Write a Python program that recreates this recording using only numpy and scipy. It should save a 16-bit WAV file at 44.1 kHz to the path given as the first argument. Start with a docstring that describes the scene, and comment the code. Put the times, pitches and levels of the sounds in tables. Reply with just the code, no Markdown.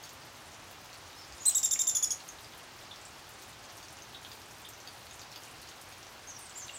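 """A small songbird close to a porch gives one quick falling run of nine chips in steady light rain.
Each chip is an arch of pitch whose harmonics are filtered by throat and beak; other birds call thinly
from the trees. Drops excite damped resonances in leaves and in a hard hollow surface, or burst into
spray, while countless far drops merge into an even wash. One soft low bump sounds just before the run.
Porch, fence and trees reflect the birds and the nearer drops."""
import sys
import numpy as np
from scipy import signal
from scipy.fft import rfft, irfft
from scipy.io import wavfile

SR = 44100
rng = np.random.default_rng(int(sys.argv[2]) if len(sys.argv) > 2 else 0)


def wav_out(sig):
    """Save sig, one row per channel (or a flat mono array), as 16-bit PCM at SR to the path in sys.argv[1]."""
    wavfile.write(sys.argv[1], SR, np.round(np.clip(np.atleast_2d(sig).T, -1, 1) * 32767).astype(np.int16))


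N = 298998

# spectral density of distant rain and outdoor rumble: frequency_hz, relative_db
WASH_SPECTRUM = [(20, -45), (32, -24), (42, -1), (65, -0.5), (88, 5), (130, 2), (180, -4.5), (330, -1.5),
                 (480, -3), (760, 1), (1200, -1), (2200, -5), (6300, -10), (7600, -15.5), (11500, -23),
                 (15500, -25)]
# strength of the small drops' ticks by leaf pitch: pitch_hz, relative_db
PATTER_SPECTRUM = [(2500, 1), (4500, 5), (6500, 6.5), (9500, -25), (12000, -15), (15000, 0)]
# colour of bursting spray: frequency_hz, gain_db
SPRAY_SPECTRUM = [(1500, -26), (4000, -5), (7500, 0.5), (10000, 1), (11300, -8), (13200, 1), (15000, -5),
                  (16000, -52)]
# drips from the eave onto one hollow surface: start_s, level_db
EAVE_DRIPS = [(0.0373, -37), (3.8277, -40), (4.3161, -36), (4.8738, -34), (5.1098, -37.5), (5.2165, -36.5),
              (5.3597, -32), (5.9239, -38.5)]
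# normal modes of that surface: frequency_hz, gain_db, t60_s
SURFACE_MODES = [(3750, -3, 0.014), (4340, -16, 0.0072), (4660, 1, 0.022), (4970, -2, 0.01),
                 (6000, -24, 0.011), (6510, -1.5, 0.018), (10290, -16, .008)]
# the heaviest drops on leaves: start_s, level_db, pitch_hz
HEAVY_DROPS = [(0.9298, -39, 6560), (1.3234, -36, 6100), (1.3813, -39.5, 6400), (2.2887, -32.5, 6370),
               (2.3865, -41, 3760), (3.9694, -42, 6370), (4.0218, -38, 6240), (4.2482, -33.5, 3670),
               (5.1944, -34.5, 6650), (5.3173, -37, 5960), (6.682, -37.5, 3630)]
# whistles of distant birds: start_s, length_s, middle_pitch_hz, level_db
FAR_WHISTLES = [(1.157, .095, 5370, -55.5), (1.399, 0.051, 6940, -47), (6.269, 0.045, 6510, -46),
                (6.345, 0.027, 5910, -49), (6.380, .09, 8880, -54.5), (6.551, .058, 7340, -44),
                (6.617, .03, 6380, -45.5), (6.731, 0.042, 7960, -47)]
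# the near bird's run, sinking as its effort ebbs: start_s, top_pitch_hz
CHIP_RUN = [(1.453, 4114), (1.547, 3874), (1.629, 3740), (1.709, 3700), (1.790, 3708), (1.869, 3670),
            (1.949, 3535), (2.025, 3475), (2.105, 3386)]
# response of throat and beak, favouring the second harmonic: frequency_hz, gain_db
THROAT_RESPONSE = [(2900, -22), (3400, -21), (4200, -21), (5200, 4.5), (7000, -5), (8200, -4),
                   (9200, -13.5), (10700, -18.5), (12900, -24), (14400, -21), (16000, -27)]
# short falling contact notes: start_s, pitch_hz, level_db
CONTACT_NOTES = [(1.513, 2980, -43), (1.754, 2520, -43.5), (2.91, 3600, -46), (4.143, 3600, -45),
                 (4.647, 3590, -46), (6.69, 2860, -41)]
# the nearest drops, bursting on the porch: start_s, level_db
PORCH_SPLATS = [(2.2797, -37), (3.2909, -44), (3.7703, -43), (4.6877, -40), (5.4505, -43), (5.6171, -39),
                (5.8127, -41), (6.3899, -40), (6.577, -36)]
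# reflections from the porch's hard surfaces: delay_s, gain_db
PORCH_ECHOES = [(.0032, -5.5), (.0056, -15), (.0076, -18), (0.0097, -26)]


def from_db(db):
    """Amplitude ratio of a level in decibels."""
    return 10 ** (np.asarray(db) / 20)


def rms_one(x):
    """Normalisation to unit rms."""
    return x / np.sqrt(np.mean(x ** 2) + 1e-20)


def peak_one(x):
    """Normalisation to unit peak."""
    return x / abs(x).max()


def gain_at(spectrum, hz):
    """Amplitude gain of a decibel spectrum, interpolated in log frequency."""
    freqs, levels = np.transpose(spectrum)
    return from_db(np.interp(np.log(np.maximum(hz, 1)), np.log(freqs), levels))


def add(track, start_s, sound):
    """Superposition: a sound adds to the track from its start time."""
    start = max(round(start_s * SR), 0)
    track[start:start + len(sound)] += sound[:max(N - start, 0)]


def coloured(x, spectrum):
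    """Linear filtering as multiplication of spectra, scaled to unit rms."""
    hz = np.arange(len(x) // 2 + 1) * SR / len(x)
    return rms_one(irfft(rfft(x) * gain_at(spectrum, hz), len(x)))


def ring(force, hz, t60_s):
    """Damped harmonic oscillator: each impulse starts a decaying sine."""
    r, w = from_db(-60 / (t60_s * SR)), 2 * np.pi * hz / SR
    return signal.lfilter([0, np.sin(w)], [1, -2 * r * np.cos(w), r * r], force + 1e-18)


def wobble(size, per_s):
    """Random modulation: straight glides between Gaussian values, per_s of them a second."""
    position = np.arange(size) * per_s / SR
    return np.interp(position, np.arange(400), rng.standard_normal(400))


def rain_wash():
    """Incoherent summation: countless far drops merge into smooth noise."""
    return coloured(rng.standard_normal(N), WASH_SPECTRUM)


def patter(per_s=420, spread_db=5, t60_cycles=14, spray_db=-9, leaves=18):
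    """Poisson impacts: small drops, mostly faint, ring leaves of many sizes and throw a little spray."""
    sizes = from_db(spread_db * np.minimum(rng.exponential(1, N), 4)) * rng.choice([-1, 1], N)
    impacts = sizes * (rng.random(N) < per_s / SR)
    leaf_hit = rng.integers(0, leaves, N)
    ticks = np.zeros(N)
    for leaf, hz in enumerate(np.geomspace(2500, 15000, leaves)):
        ringing = ring(impacts * (leaf_hit == leaf), hz, t60_cycles / hz)
        ticks += gain_at(PATTER_SPECTRUM, hz) * rms_one(ringing)
    spray = np.diff(impacts, prepend=0)
    return rms_one(rms_one(ticks) + from_db(spray_db) * rms_one(spray))


def spatter(per_band_per_s=22, spread_db=3.5, decay_s=.003, flurry_db=.5):
    """Band-limited noise bursts in loose flurries: the finer the spray, the higher it hisses."""
    hiss = np.zeros(N)
    for hz in np.geomspace(4500, 13500, 5):
        sizes = from_db(spread_db * np.minimum(rng.exponential(1, N), 2.5))
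        impacts = sizes * (rng.random(N) < per_band_per_s / SR)
        envelope = signal.lfilter([1], [1, -np.exp(-1 / (decay_s * SR))], impacts + 1e-18)
        band = signal.butter(1, [.82 * hz, 1.2 * hz], "band", fs=SR, output="sos")
        hiss += signal.sosfilt(band, envelope * rng.standard_normal(N))
    return coloured(hiss, SPRAY_SPECTRUM) * from_db(flurry_db * wobble(N, per_s=7.9))


def splash(decay_s):
    """Broadband transient: a drop breaks up in exponentially decaying noise without bass."""
    t = np.arange(SR // 10) / SR
    burst = rng.standard_normal(len(t)) * np.exp(-t / decay_s)
    return signal.sosfilt(signal.butter(2, 2500, "high", fs=SR, output="sos"), burst)


def drips(splash_db=-4):
    """Modal vibration: every drip excites the same modes of a hollow surface in a new balance."""
    out = np.zeros(N)
    for start_s, level_db in EAVE_DRIPS:
        burst = splash(decay_s=.001)
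        body = peak_one(sum(from_db(db) * ring(burst, hz, t60_s) for hz, db, t60_s in SURFACE_MODES))
        add(out, start_s, from_db(level_db) * (body + from_db(splash_db) * peak_one(burst)))
    return out


def lighter_drops(level_db=-43, spread_db=5.5, low_hz=3500, high_hz=8000, count=10):
    """Random impacts on leaves, one in each equal span of time: start_s, level_db, pitch_hz."""
    when, weight, leaf = rng.random((count, 3)).T
    start_s = (np.arange(count) + when) / count * N / SR
    pitch_hz = low_hz * (high_hz / low_hz) ** leaf
    return zip(start_s, level_db + spread_db * (2 * weight - 1), pitch_hz)


def leaf_drops(t60_cycles=24, splash_db=-9, gain_db=.5):
    """Damped resonance: a drop splashes and makes its leaf tick at one pitch."""
    out = np.zeros(N)
    for start_s, level_db, hz in [*HEAVY_DROPS, *lighter_drops()]:
        burst = splash(decay_s=.0012)
        tick = peak_one(ring(burst, hz, t60_cycles / hz))
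        add(out, start_s, from_db(level_db + gain_db) * (tick + from_db(splash_db) * peak_one(burst)))
    return out


def swell(u, fade):
    """Amplitude envelope with quarter-sine ends, for a note running from u = -1 to 1."""
    return np.sin(np.pi / 2 * np.clip((1 - abs(u)) / fade, 0, 1))


def whistle(length_s, pitches_hz, jitter, fade):
    """Frequency modulation: an unsteady tone follows a parabola through three pitches."""
    u = np.linspace(-1, 1, round(length_s * SR))
    contour_hz = np.polyval(np.polyfit([-1, 0, 1], pitches_hz, 2), u)
    pitch_hz = contour_hz * (1 + jitter * wobble(len(u), per_s=840))
    return swell(u, fade) * np.sin(2 * np.pi * np.cumsum(pitch_hz) / SR)


def far_birds(rise=.0727, fall=.145):
    """Pitch glides from the trees: a small rise and a deeper fall, made slightly hoarse by jitter."""
    out = np.zeros(N)
    for start_s, length_s, hz, level_db in FAR_WHISTLES:
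        note = whistle(length_s, [hz * (1 - rise), hz, hz * (1 - fall)], jitter=.025, fade=.35)
        add(out, start_s, from_db(level_db) * note)
    return out


def low_thud(start_s=1.305, length_s=.067, pitch_hz=62, level_db=-49):
    """Tone burst: a few windowed cycles of a low sine are heard as one soft bump."""
    out = np.zeros(N)
    t = np.arange(round(length_s * SR)) / SR
    add(out, start_s, from_db(level_db) * np.hanning(len(t)) * np.sin(2 * np.pi * pitch_hz * t))
    return out


def near_bird(reference_hz=3700, sag=.0898, flick=.349, jitter=.01, flutter_db=1):
    """Source and filter: the harmonics of each arched chip sweep through the throat's resonances."""
    out = np.zeros(N)
    for i, (start_s, top_hz) in enumerate(CHIP_RUN):
        # lower chips take less effort, so they are shorter and softer
        octaves = np.log2(top_hz / reference_hz)
        length_s = max(.031 + .098 * octaves, .005)
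        source_db = -22 + 11 * octaves
        if i == len(CHIP_RUN) - 1:
            source_db -= 3.5  # the last is let go softly
        u = np.linspace(-1, 1, round(length_s * SR))
        arch = 1 - sag * u ** 2 - flick * u ** 8
        # steady and loud on the crest, rough and faint on the flanks
        roughness = jitter * (1 + 8 * u ** 6)
        crest = swell(u, fade=np.where(u < 0, .5, .42))
        pitch_hz = top_hz * arch * (1 + roughness * wobble(len(u), per_s=1986))
        phase = 2 * np.pi * np.cumsum(pitch_hz) / SR
        tone = sum(gain_at(THROAT_RESPONSE, k * pitch_hz) * np.sin(k * phase) for k in range(1, 5))
        effort = crest * from_db(flutter_db * wobble(len(u), per_s=280))
        add(out, start_s, np.sqrt(2) * from_db(source_db) * effort * tone)
    return out


def contact_notes(length_s=.0105, rasp=.93):
    """Fast random amplitude modulation makes brief falling bird notes raspy."""
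    out = np.zeros(N)
    for start_s, hz, level_db in CONTACT_NOTES:
        note = whistle(length_s, [1.12 * hz, hz, .9 * hz], jitter=.05, fade=.55)
        add(out, start_s, from_db(level_db) * note * (1 + rasp * wobble(len(note), per_s=2110)))
    return out


def splats(gain_db=-.5):
    """Filtered noise transients: each near drop bursts on the porch with a short bright hiss."""
    out = np.zeros(N)
    for start_s, level_db in PORCH_SPLATS:
        hiss = peak_one(coloured(splash(decay_s=.0039), SPRAY_SPECTRUM))
        add(out, start_s, from_db(level_db + gain_db) * hiss)
    return out


def yard(x, early_db, early_t60_s, late_db, late_t60_s):
    """Reverberation by convolution: porch echoes, early scatter from posts and fence, late from trees."""
    t = np.arange(SR // 2) / SR
    build_up = np.clip(t / .012, 0, 1)
    early, late = rng.standard_normal((2, len(t))) * build_up
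    response = from_db(early_db) * rms_one(early * from_db(-60 * t / early_t60_s))
    response += from_db(late_db) * rms_one(late * from_db(-60 * t / late_t60_s))
    response /= np.sqrt(len(t))
    response[0] = 1  # direct sound
    for delay_s, gain_db in PORCH_ECHOES:
        response[round(delay_s * SR)] += from_db(gain_db)
    return signal.fftconvolve(x, response)[:N]


def scene():
    """Direct-to-reverberant ratio: the further a bird, the more of its sound comes by way of the yard."""
    near = yard(near_bird(), early_db=-6.5, early_t60_s=.19, late_db=-9.5, late_t60_s=.2)
    far = yard(far_birds(), early_db=-1, early_t60_s=.08, late_db=-4.5, late_t60_s=.91)
    notes = yard(contact_notes(), early_db=-6.5, early_t60_s=.2, late_db=-4.5, late_t60_s=.29)
    drops = leaf_drops() + drips() + splats() + from_db(-62.5) * patter() + from_db(-67) * spatter()
    rain = yard(drops, early_db=-.5, early_t60_s=.1, late_db=-9, late_t60_s=.42)
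    rain += from_db(-51) * rain_wash()
    return (near + far + notes + rain + low_thud())[None]


def record(dry, cutoff_hz=15850):
    """Band limiting: an elliptic low-pass filter cuts the top steeply."""
    return signal.sosfilt(signal.ellip(12, .1, 80, cutoff_hz, fs=SR, output="sos"), dry)


dry = scene()
out = record(dry)
wav_out(out)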